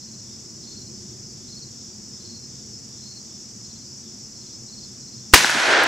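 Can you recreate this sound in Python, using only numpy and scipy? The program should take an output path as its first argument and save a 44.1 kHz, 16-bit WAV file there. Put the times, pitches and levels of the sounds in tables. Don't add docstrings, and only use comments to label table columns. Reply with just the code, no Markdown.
import sys
import numpy as np
from scipy import signal
from scipy.fft import rfft, irfft
from scipy.io import wavfile

SR = 44100
rng = np.random.default_rng(int(sys.argv[2]) if len(sys.argv) > 2 else 0)


def to_wav(s):
    ch = np.atleast_2d(s).T
    pcm = np.round(np.clip(ch, -1, 1) * 32767)
    wavfile.write(sys.argv[1], SR, pcm.astype(np.int16))


N = 258867
TIME = np.arange(N) / SR
SHOT_S = 5.3364

# (frequency [Hz], likeness [0-1])
CALM_SAME = [(60, 0.8226), (290, 1), (640, 0.59), (1410, 0.2793), (3100, 0.6619), (6800, 0.7797),
             (15000, 1)]
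# (frequency [Hz], likeness [0-1])
ECHO_SAME = [(60, 0.696), (200, 0.9539), (400, 0.93), (700, 0.75), (1400, 0.76), (2400, 0.6456),
             (4400, 0.891), (9000, 1)]


def gain_of(db):
    return 10 ** (np.asarray(db) / 20)


def evened(x):
    return x / np.sqrt(np.mean(x ** 2) + 1e-20)


def decay(t, t60_s):
    return np.exp(-np.log(1000) * t / t60_s)


def read(points, hz):
    f, value = np.transpose(points)
    return np.interp(np.log(hz + 1), np.log(f + 1), value)


def add(mix, s, sound):
    part = mix[..., round(s * SR):][..., :sound.shape[-1]]
    part += sound[..., :part.shape[-1]]


def panned(pan_db):
    return gain_of([[pan_db / 2], [-pan_db / 2]])


def drift(rate_hz):
    spectrum = rfft(rng.standard_normal(N))
    return evened(irfft(spectrum * (np.fft.rfftfreq(N, 1 / SR) < rate_hz), N))


def noise(colour_db, same):
    hz = np.fft.rfftfreq(N, 1 / SR)
    mid, side = rfft(rng.standard_normal((2, N))) * gain_of(colour_db(hz))
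    likeness = np.clip(read(same, hz), 0, .999)
    mid = mid * np.sqrt(1 + likeness)
    side = side * np.sqrt(1 - likeness)
    return evened(irfft(np.array([mid + side, mid - side]), N))


def shaped(spectrum, same):
    return noise(lambda hz: read(spectrum, hz), same)


def beat(period_s, at_s, width_s):
    from_call_s = (TIME - at_s + period_s / 2) % period_s - period_s / 2
    return np.exp(-2 * (from_call_s / width_s) ** 2)


def whistle(pitch_hz, db):
    envelope = np.sin(np.linspace(0, np.pi, len(pitch_hz)))
    return gain_of(db) * np.sqrt(2) * envelope * np.sin(2 * np.pi * np.cumsum(pitch_hz) / SR)


def foliage(song, wet_db, t60_s):
    leaves = rng.standard_normal((2, SR // 2)) * decay(TIME[:SR // 2], t60_s)
    leaves = leaves / np.linalg.norm(leaves[0])
    wash = signal.fftconvolve(song[None], leaves, axes=1)[:, :N]
    return song + gain_of(wet_db) * wash


def background(air_db=-57.5, chorus_db=-42, rasp_db=-0.15, throb_db=.5, pan_db=0.36):
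    # (frequency [Hz], relative density [dB per Hz])
    traffic_spectrum = [(15, -50), (25, -22), (75, -8), (113, 0), (130, 3.5), (162, -8), (214, 3),
                        (287, -11), (358, -5.5), (412, -17.5), (461, -13.5), (530, -23.5), (700, -31.5),
                        (910, -49), (1540, -120)]
    # (time [s], level [dB])
    traffic_swell = [(0, -47), (1.1, -43), (1.8, -45.5), (2.45, -44.5), (3.2, -46), (5.3, -46)]
    # (frequency [Hz], relative density [dB per Hz])
    air_spectrum = [(300, -3), (600, 0.5), (1000, -2), (2000, -5), (3000, -7), (9000, -18.5),
                    (10500, -12.5), (15500, -22)]
    # (frequency [Hz], relative density [dB per Hz])
    chorus_spectrum = [(3000, -34.5), (3900, -24), (4400, -11), (4900, -6), (5250, -0.5), (5650, 0.5),
                       (6300, -3), (7000, -4), (7700, -10), (8100, -12.5), (8500, -24), (9000, -46.5)]
    rumble = gain_of(np.interp(TIME, *np.transpose(traffic_swell))) * shaped(traffic_spectrum, CALM_SAME)
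    strokes = drift(450) + .5 * np.sin(2 * np.pi * 118 * TIME + drift(4))
    chorus_gain = gain_of(chorus_db + rasp_db * strokes + throb_db * drift(35))
    chorus = chorus_gain * shaped(chorus_spectrum, CALM_SAME)
    air = gain_of(air_db) * shaped(air_spectrum, CALM_SAME)
    return panned(pan_db) * (rumble + chorus + air)


def vehicle():
    # crest [s], half width at 1/e [s], centre [Hz], half width of band [Hz], level [dB]
    crest_s, half_s, centre_hz, width_hz, db = (0.8, 0.32, 344, 60, -51.5)
    drone = noise(lambda hz: -20 * np.log10(1 + ((hz - centre_hz) / width_hz) ** 4), CALM_SAME)
    return gain_of(db) * np.exp(-((TIME - crest_s) / half_s) ** 2) * drone


def buzzers():
    # (pitch [Hz], half width of band [Hz], period [s], time of one call [s], width [s], peak level [dB])
    insects = [(3571.1, 265.9, .379, 0.32, 0.19057, -62), (8060.6, 61, 0.67, .2, 0.72, -64.5)]
    out = np.zeros((2, N))
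    for pitch_hz, width_hz, period_s, at_s, call_s, db in insects:
        wing = noise(lambda hz: -20 * np.log10(1 + ((hz - pitch_hz) / width_hz) ** 2), CALM_SAME)
        out += gain_of(db) * beat(period_s, at_s, call_s) * wing
    return out


def far_crickets(level_db=-53, low_hz=5100, high_hz=6400, period_s=.29, width_s=0.028, waver_hz=45, count=9):
    out = np.zeros((2, N))
    for pitch, pace, phase, place in rng.random((count, 4)):
        pitch_hz = low_hz + (high_hz - low_hz) * pitch ** 2 + waver_hz * drift(120.77)
        wing = np.sin(2 * np.pi * np.cumsum(pitch_hz) / SR)
        own_period_s = period_s * 2 ** ((pace - .5) / 2)
        out += panned(10 * (place - .5)) * beat(own_period_s, phase * own_period_s, width_s) * wing
    return gain_of(level_db) * np.sqrt(2) * out


def crickets(pulse_hz=60, pulse_depth=0.141, uneven_db=1.0, waver_hz=35):
    # (pitch [Hz], period [s], time of one chirp [s], width [s], level [dB], left-minus-right [dB])
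    insects = [(4785, .3205, .345, .045, -53, 1), (5215, .3002, .348, .045, -44.5, -1),
               (5635, .2625, .31, .045, -49, 1), (5245, .231, .22, .11, -53, 1)]
    out = np.zeros((2, N))
    for pitch_hz, period_s, at_s, chirp_s, db, pan_db in insects:
        wing = np.sqrt(2) * np.sin(2 * np.pi * np.cumsum(pitch_hz + waver_hz * drift(119)) / SR)
        pulses = 1 + pulse_depth * np.sin(2 * np.pi * pulse_hz * TIME + 2 * drift(6))
        level = gain_of(db + uneven_db * drift(2))
        out += panned(pan_db) * level * beat(period_s, at_s, chirp_s) * pulses * wing
    return out


def slow_cricket(pitch_hz=4213.2, gap_s=.054, syllable_s=.032, ends_db=-3, waver_hz=60, count=4):
    # (centre of first syllable [s], level at the chirp's middle [dB])
    chirps = [(.033, -52), (0.714, -48.5), (1.515, -53), (2.276, -49.5), (2.99, -54), (3.66, -50.5),
              (4.366, -52), (5.028, -51.5)]
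    song = np.zeros(N)
    pitch = pitch_hz + waver_hz * drift(250)
    for start_s, db in chirps:
        for k, place in enumerate(np.linspace(-1, 1, count)):
            s = max(start_s + k * gap_s - syllable_s / 2, 0)
            syllable_pitch = pitch[round(s * SR):][:round(syllable_s * SR)]
            add(song, s, whistle(syllable_pitch, db + ends_db * place ** 2))
    return foliage(song, wet_db=-9, t60_s=.18)


def bird(rise_s=.015, fall_s=.018, rise_hz=290, fall_hz=540, waver_hz=45, count=4):
    # (apex of first note [s], gap before slowing [s], level the notes grow towards [dB])
    phrases = [(.640, 0.036, -43), (1.490, .0365, -41.5), (2.215, .0365, -43.5), (3.03, .037, -42),
               (4.690, .040, -42.5)]
    top_hz, first_flat_hz, first_soft_db = 4409.5, 190, -7
    warm_up = 0.37
    slowing_s = .0033
    song = np.zeros(N)
    t = np.arange(-rise_s, fall_s, 1 / SR)
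    arch_hz = np.where(t < 0, rise_hz * (t / rise_s) ** 2, fall_hz * (t / fall_s) ** 2)
    waver = waver_hz * drift(250)
    for start_s, gap_s, db in phrases:
        for k in range(count):
            s = start_s + k * gap_s + slowing_s * k ** 2
            shortfall = warm_up ** k
            pitch_hz = top_hz - first_flat_hz * shortfall - arch_hz + waver[round(s * SR):][:len(t)]
            add(song, s - rise_s, whistle(pitch_hz, db + first_soft_db * shortfall))
    return foliage(song, wet_db=-6.5, t60_s=.18)


def scatter(spectrum, lumpy_db, ring_db, clump_db=0.6, ring_hz=1620, ring_width_hz=240):
    def colour_db(hz):
        return read(spectrum, hz) + ring_db / (1 + ((hz - ring_hz) / ring_width_hz) ** 2)
    uneven = gain_of(lumpy_db * drift(430) + clump_db * drift(70))
    return evened(noise(colour_db, ECHO_SAME) * uneven)


def woods(onset_s=0.0097, trunks_s=5.64, trunks_spread_s=0.01122, leaves_bass_db=-9, corner_hz=650):
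    # (frequency [Hz], relative density [dB per Hz])
    woods_spectrum = [(60, -45), (160, -33.5), (300, -4.5), (400, -5.5), (650, -1.5), (980, -3), (1170, -7),
                      (1420, 0), (1750, -2), (2200, -4.5), (3500, -9), (5600, -15.5), (8600, -28.5),
                      (13000, -58)]
    first_s, crest_s, crest_db = 5.42, 5.765, -14.5
    rise_db_per_s, fall_db_per_s = 36, 40
    late_s = TIME - crest_s
    swell = gain_of(crest_db + np.minimum(rise_db_per_s * late_s, -fall_db_per_s * late_s))
    arrived = (TIME > SHOT_S) * (1 + np.tanh((TIME - first_s) / onset_s)) / 2
    wash = scatter(woods_spectrum, lumpy_db=1.0, ring_db=4.5, ring_width_hz=280)
    low = irfft(rfft(wash) / (1 + (np.fft.rfftfreq(N, 1 / SR) / corner_hz) ** 4), N)
    leafy = (1 - np.tanh((TIME - trunks_s) / trunks_spread_s)) / 2
    return arrived * swell * (wash + (gain_of(leaves_bass_db * leafy) - 1) * low)


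def banks(centre_hz=340, skirt_db=5):
    # (crest [s], half width at 1/e [s], level [dB])
    rolls = [(5.356, 0.01061, -22.5), (5.417, .014, -35), (5.444, .01, -26), (5.56, 0.014, -26)]
    roll = noise(lambda hz: -skirt_db * np.log2((hz + 1) / centre_hz) ** 2, ECHO_SAME)
    return roll * sum(gain_of(db) * np.exp(-((TIME - s) / half_s) ** 2) for s, half_s, db in rolls)


def clearing(onset_s=0.0034, edge_at_s=0.41, edge_s=0.0227):
    # (frequency [Hz], relative density [dB per Hz])
    near_spectrum = [(40, -37.5), (100, -14), (220, -11.5), (380, -10.5), (600, -15), (800, -11),
                     (980, 0.5), (1190, -8), (1500, -0.5), (2700, 0.5), (3300, -3), (4400, -2.5),
                     (6300, -4), (11000, -19), (15500, -44)]
    ref_db, ref_age_s, fall_db = -15.5, .05, 14
    age_s = np.maximum(TIME - SHOT_S, 0)
    spreading = gain_of(ref_db - fall_db * np.log10((age_s + onset_s) / ref_age_s))
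    inside = (age_s > 0) * (1 - np.tanh((age_s - edge_at_s) / edge_s)) / 2
    return spreading * inside * scatter(near_spectrum, lumpy_db=1.5, ring_db=2, clump_db=.7)


def echoes(thump_hz=260, thump_t60_s=0.026, rise_s=0.00044, low_cut_hz=130):
    # (time [s], ring level [dB], bass thump relative to the ring [dB])
    knocks = [(5.3563, -24.5, -6), (5.3776, -28, -22), (5.4045, -10, -26), (5.4454, -2, -16),
              (5.4517, -19, -14), (5.496, -9.5, -34.5), (5.548, -11.5, -16), (5.573, -16.5, -4.5),
              (5.601, -11, -29), (5.636, -9, -29.5), (5.682, -16, -11), (5.8294, -9.5, -33)]
    # (frequency [Hz], relative level [dB], t60 [s])
    modes = [(906, -8.5, 0.012895), (1570, -2, 0.01), (1739.1, -7.5, 0.00728), (4109, -5.5, .005)]
    out = np.zeros(N)
    t = TIME[:SR // 10]

    def ring(hz, t60_s):
        return np.sin(2 * np.pi * hz * t) * decay(t, t60_s) * (1 - np.exp(-t / rise_s))

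    report = sum(gain_of(db) * ring(hz, t60_s) for hz, db, t60_s in modes)
    report = report / abs(report).max()
    thump = ring(thump_hz, thump_t60_s)
    for s, db, thump_db in knocks:
        add(out, s, -gain_of(db) * (report + gain_of(thump_db) * thump))
    return signal.sosfilt(signal.butter(2, low_cut_hz, "high", fs=SR, output="sos"), out)


def clicks(skirt_db=5):
    # (time [s], level at onset [dB], centre [Hz], t60 [s])
    ticks = [(5.329, -26, 3838, 0.028), (5.459, -20, 5200, 0.0073), (5.4962, -22.5, 4500, 0.00464),
             (5.5030, -10, 3770, 0.00313), (5.8366, -16, 12000, 0.003435), (5.8408, -18, 6000, 0.0036)]
    out = np.zeros((2, N))
    t = TIME[:SR // 20]
    for s, db, centre_hz, t60_s in ticks:
        burst = noise(lambda hz: -skirt_db * np.log2((hz + 1) / centre_hz) ** 2, ECHO_SAME)[:, :len(t)]
        add(out, s, gain_of(db) * burst * decay(t, t60_s))
    return out


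def blast(boom_db=24, boom_s=0.004999, push_db=-9.0, push_hz=70, crack_db=-1, crack_at_s=0.007,
          crack_width_s=0.0034, spray_db=-14, spray_t60_s=0.24486, front_s=0.001218):
    # (frequency [Hz], relative density [dB per Hz])
    boom_spectrum = [(20, -10), (140, -13), (260, 0), (550, -7), (750, 1), (1000, -1), (1500, 1),
                     (2600, -4), (6000, -11), (15000, -31)]
    # (frequency [Hz], relative density [dB per Hz])
    crack_spectrum = [(100, -3), (500, -0.5), (1500, 1), (4000, -1), (7000, 1), (11000, -3), (15500, -12)]
    # (frequency [Hz], likeness [0-1])
    blast_same = [(60, 0.834), (300, 0.93), (1000, 1), (3000, 0.923), (9000, 1)]
    age_s = np.maximum(TIME - SHOT_S, 0)
    front = 1 - np.exp(-(age_s / front_s) ** 2)
    push = -gain_of(push_db) * np.sin(2 * np.pi * push_hz * age_s)
    boom = gain_of(boom_db) * np.exp(-(age_s / boom_s) ** 2) * (push + shaped(boom_spectrum, blast_same))
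    crack = gain_of(crack_db) * np.exp(-((age_s - crack_at_s) / crack_width_s) ** 2)
    spray = gain_of(spray_db) * decay(age_s, spray_t60_s)
    return front * (boom + (crack + spray) * shaped(crack_spectrum, blast_same))


def scene():
    summer = background() + vehicle() + buzzers() + far_crickets() + crickets() + slow_cricket() + bird()
    returns = woods() + banks() + clearing() + echoes()
    return summer + returns + clicks() + blast()


def record(dry, ceiling=.95, edge_hz=15750):
    clipped = dry / (1 + (dry / ceiling) ** 8) ** (1 / 8)
    low_pass = signal.firwin(255, edge_hz, window=("kaiser", 8), fs=SR)
    return signal.oaconvolve(clipped, low_pass[None], "same")


dry = scene()
out = record(dry)
to_wav(out)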